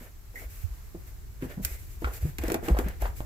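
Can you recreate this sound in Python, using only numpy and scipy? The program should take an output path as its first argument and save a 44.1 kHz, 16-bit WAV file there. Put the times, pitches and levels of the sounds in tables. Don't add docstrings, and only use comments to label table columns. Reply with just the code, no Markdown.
import sys
import numpy as np
from scipy import signal
from scipy.fft import rfft, irfft
from scipy.io import wavfile
from scipy.ndimage import uniform_filter1d

SR = 44100
rng = np.random.default_rng(int(sys.argv[2]) if len(sys.argv) > 2 else 0)


def boost_factor(decibels):
    exponent = np.asarray(decibels, float) / 20
    return 10 ** exponent


def transcribe(signal):
    frames = np.atleast_2d(signal).T
    limited = np.clip(frames, -1, 1)
    pcm = np.round(limited * 32767).astype(np.int16)
    wavfile.write(sys.argv[1], SR, pcm)


N = 143325
T = np.arange(N) / SR

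# f/Hz, gain/dB
PORT_COLOUR = [(500, -41.5), (1300, -5.5), (2400, 0.5), (3200, -8), (5500, -5.5), (7800, 0.5), (9300, -8.5),
               (11800, 3.5), (15500, -0.5), (16000, -37)]


def level(x, db):
    return x * boost_factor(db) / np.sqrt(np.mean(x ** 2))


def colour(x, points, tilt_db=0):
    hz, db = np.array(points).T
    log_f = np.log(np.maximum(np.fft.rfftfreq(x.shape[-1], 1 / SR), 1))
    gain_db = np.interp(log_f, np.log(hz), db, left=-90, right=-90)
    gain_db = gain_db + tilt_db * (log_f - np.log(3000)) / np.log(2)
    return irfft(rfft(x) * boost_factor(gain_db), x.shape[-1])


def band(x, hz, width_hz):
    return signal.lfilter(*signal.iirpeak(hz, hz / width_hz, fs=SR), x)


def fade(t, t60):
    return boost_factor(-60 * t / t60)


def walk(rate):
    hold = int(SR / rate)
    levels = np.repeat(rng.standard_normal(N // hold + 1), hold)
    return 1.2 * uniform_filter1d(levels, hold)[:N]


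def add(out, s, x):
    i = int(s * SR)
    out[i:i + len(x)] += x[:len(out) - i]


def stroke(s, length, edge):
    rise = np.clip((T - s) / edge, 0, 1) ** 2
    return rise * np.exp(-np.maximum(T - s - length + edge, 0) / edge)


def rumble():
    # f/Hz, relative density/dB per Hz
    spectrum = [(16, -9.5), (43, -3.5), (99, -11.5), (184, -34), (430, -33.5), (880, -120)]
    # t/s, rms level/dB
    shake_course = [(0.0, -47.5), (0.5, -44.5), (3.25, -37)]
    mid, side = colour(rng.standard_normal((2, N)), spectrum)
    ports = mid + boost_factor(-7.5) * side * np.array([[1], [-1]])
    shake_db = np.interp(T, *np.array(shake_course).T) + 0.36 * walk(9.74)
    return level(ports, 0) * boost_factor(shake_db)


def hush():
    # f/Hz, relative density/dB per Hz
    spectrum = [(150, 5.5), (230, -17), (700, -13.5), (2000, -16), (3200, -22), (7800, -18.5),
                (9300, -26.5), (12000, -15.5), (15500, -20.5), (16000, -38)]
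    common, left, right = colour(rng.standard_normal((3, N)), spectrum)
    hiss = 0.19 * common + np.array([left, right])
    return level(hiss, -57.5) * boost_factor(1.1 * walk(6))


def swishes():
    # t/s, length/s, hiss level/dB, rasp relative to hiss/dB
    strokes = [(-.03, 0.13, -55.5, 0), (0.334, 0.13, -51, -3.5), (0.479, 0.18, -52.5, -20.5),
               (1.048, 0.068, -55.5, -6.5), (1.396, 0.08, -53, 6.5), (1.475, 0.071, -52, 5),
               (1.61, 0.16, -44.5, -11), (1.775, 0.21, -56, -17), (1.995, 0.18, -53, -2.5),
               (2.116, 0.077, -47, -7.5), (2.194, 0.13, -51.5, -3), (2.393, 0.16, -49, 6),
               (2.613, 0.12, -47.5, 4), (2.748, 0.09, -50, 2.5), (2.82, 0.12, -60.5, 14),
               (2.988, 0.11, -49.5, 4.5), (3.145, 0.085, -47.5, -22)]
    hiss = sum(boost_factor(db) * stroke(s, length, 0.025) for s, length, db, _ in strokes)
    rasp = sum(boost_factor(db + rasp_db) * stroke(s, length, 0.033) for s, length, db, rasp_db in strokes)
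    fibre_noise, rasp_noise = rng.standard_normal((2, 2, N))

    fibre_grain = boost_factor(1.2 * walk(41.6))
    fibres = level(colour(fibre_noise, PORT_COLOUR), 0) * hiss * fibre_grain

    rasp_hz, rasp_width_hz, body_hz = 1574, 930, 428
    grit = band(band(rasp_noise, rasp_hz, rasp_width_hz), rasp_hz, 2 * rasp_width_hz)
    body = band(band(rasp_noise[0], body_hz, body_hz), body_hz, 2 * body_hz)
    rasp_grain = boost_factor(1.5 * walk(150))
    return fibres + rasp_grain * (level(grit, -2) + level(body, -1)) * rasp


def knocks():
    # t/s, peak/dB,
    # pitch struck/Hz
    blows = [(.01, -40.5, 250), (0.342, -45.5, 456), (0.42, -43.5, 490), (0.946, -33.5, 325),
             (0.949, -38, 149), (1.423, -23.5, 240), (1.442, -30.5, 242), (1.572, -25.5, 169),
             (1.594, -28, 180), (2.02, -29, 292), (2.0442, -22, 1400), (2.072, -26.5, 523),
             (2.246, -19.5, 127), (2.387, -30, 282), (2.436, -22, 340), (2.482, -23, 340),
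             (2.501, -24, 336), (2.517, -19, 348), (2.543, -18, 343), (2.627, -28, 277), (2.682, -19, 383),
             (2.7, -19.5, 206), (2.746, -25.5, 580), (2.768, -24, 714), (2.789, -17.5, 376),
             (2.859, -25.5, 174), (3.021, -24.5, 635), (3.0545, -25.5, 880), (3.205, -34, 497)]
    # f/Hz, strength/dB
    modes = [(122, -3), (150, 1), (190, 2), (250, 3), (325, 5), (410, 2), (520, 4), (600, 2.5), (720, 1),
             (930, 4), (1350, 5)]
    focus_db_per_oct = 20
    scatter_db, jitter = 3, 0.042
    out, t = np.zeros(N), T[:8192]
    hz, db = np.array(modes).T[:, :, None]
    ring_t60_s = 0.015 + 0.03 * (hz / 300) ** -1.89
    for s, peak_db, f in blows:
        strength_chance, pitch_chance = rng.standard_normal((2, len(modes), 1))
        off_pitch_db = focus_db_per_oct * np.abs(np.log2(hz / f))
        gain = boost_factor(db + scatter_db * strength_chance - off_pitch_db)
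        sines = np.sin(2 * np.pi * hz * (1 + jitter * pitch_chance) * t)
        ring = np.sum(gain * fade(t, ring_t60_s) * sines, axis=0)

        noise = rng.standard_normal(8192)
        rattle = band(band(noise, f, 1.2 * f), 1.3 * f, 1.6 * f) * fade(t, 0.08)

        x = ring / np.abs(ring).max() + boost_factor(-13.5) * rattle / np.abs(rattle).max()
        x = x * np.clip(t * f / 1.2, 0, 1)
        add(out, s, boost_factor(peak_db) * x / np.abs(x).max())
    return out


def rubs():
    # t/s, length/s, level before the envelope/dB, start f/Hz, end f/Hz, T60/s
    slides = [(0.355, 0.11, -40, 1967, 2223, 0.29), (1.648, 0.15, -55, 1926, 2190, 1.3)]
    width_hz = 220
    out = 0
    for s, length, db, start_hz, end_hz, t60 in slides:
        lowpass = signal.butter(2, width_hz / 2, fs=SR)
        slow = signal.lfilter(*lowpass, rng.standard_normal((2, 2, N)))
        pitch_hz = np.interp(T, [s, s + length], [start_hz, end_hz])
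        phase = 2 * np.pi * np.cumsum(pitch_hz) / SR
        squeak = slow[0] * np.cos(phase) + slow[1] * np.sin(phase)
        envelope = stroke(s, length, 0.0017) * fade(np.maximum(T - s, 0), t60)
        out = out + level(squeak, db) * envelope
    return out


def blow(db, hz):
    t = T[:SR // 4]
    u = t * hz / 1.05
    return boost_factor(db) * u ** 2 * np.exp(2 - 2 * u) * np.sin(2 * np.pi * hz * t)


def thuds():
    # t/s, envelope peak/dB, pitch/Hz
    heels = [(0.454, -31, 56), (0.702, -29, 50.5), (1.107, -34, 43.5), (1.64, -30, 67.6),
             (1.705, -27.5, 56.8), (2.041, -21, 60), (1.97, -31, 50.6), (2.069, -32.5, 50),
             (2.223, -19, 73.4), (2.395, -27, 65), (2.439, -23, 47), (2.706, -12, 57.6), (2.758, -22, 47.8),
             (2.833, -21.5, 56), (3.018, -19, 45.3), (3.114, -31, 45.5)]
    out = np.zeros((2, N))
    for s, db, hz in heels:
        for port in out:
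            add(port, s, blow(db, hz))
    return out


def bumps():
    # t/s, envelope peak/dB, pitch/Hz
    hand = [(.635, -18.5, 84.7)]
    out = np.zeros((2, N))
    for s, db, hz in hand:
        add(out[1], s, blow(db, hz))
    return out


def cracks():
    # t/s, peak at the louder port/dB, brightness/dB per octave
    snaps = [(1.4233, -28.5, -10.5), (1.6489, -10, 0.5), (2.044, -20.5, -11), (2.136, -32, 2),
             (2.384, -20.5, -4.5), (2.437, -27, -2), (2.4813, -20.5, -1.5), (2.5007, -18, -6.5),
             (2.519, -17, -1.5), (2.543, -15.5, -4.5), (2.6846, -21, -6.5), (2.7876, -20, -4),
             (2.885, -26.5, 1), (3.019, -24, 0.5), (3.2054, -21.5, -24)]
    out, t = np.zeros((2, N)), T[:4096]
    attack = np.clip(t / 0.00016, 0, 1)
    envelope = (fade(t, 0.013) + boost_factor(-13) * fade(t, 0.09)) * attack
    for s, db, tilt_db in snaps:
        noise = rng.standard_normal((3, 4096))
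        partly_alike = 0.5 * noise[0] + 0.88 * noise[1:]
        x = colour(partly_alike, PORT_COLOUR, tilt_db) * envelope
        for port, v in zip(out, x):
            add(port, s, boost_factor(db) * v / np.abs(x).max())
    return out


def stairwell(x):
    t = T[:SR // 2]
    low_noise, full_noise = rng.standard_normal((2, 2, SR // 2))
    low = signal.lfilter(*signal.butter(2, [300, 1800], "band", fs=SR), low_noise)
    tail = 2.8 * low * fade(t, 0.3) + full_noise * fade(t, 0.2)
    tail = tail * np.clip(t / 0.006, 0, 1)
    tail = tail / np.sqrt(np.sum(tail ** 2) / 2)
    return boost_factor(-13.5) * signal.fftconvolve(x[None], tail, axes=1)[:, :N]


def scene():
    port_lag_s = 0.0002435
    wood = knocks() + cracks()
    late = np.interp(T - port_lag_s, T, wood[0])
    stairs = np.array([late, wood[1]]) + stairwell(wood[1])
    return rumble() + hush() + swishes() + stairs + rubs() + thuds() + bumps()


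def low_pass(x):
    return signal.sosfilt(signal.butter(12, 16820, fs=SR, output="sos"), x)


def record(dry):
    return low_pass(dry)


dry = scene()
out = record(dry)
transcribe(out)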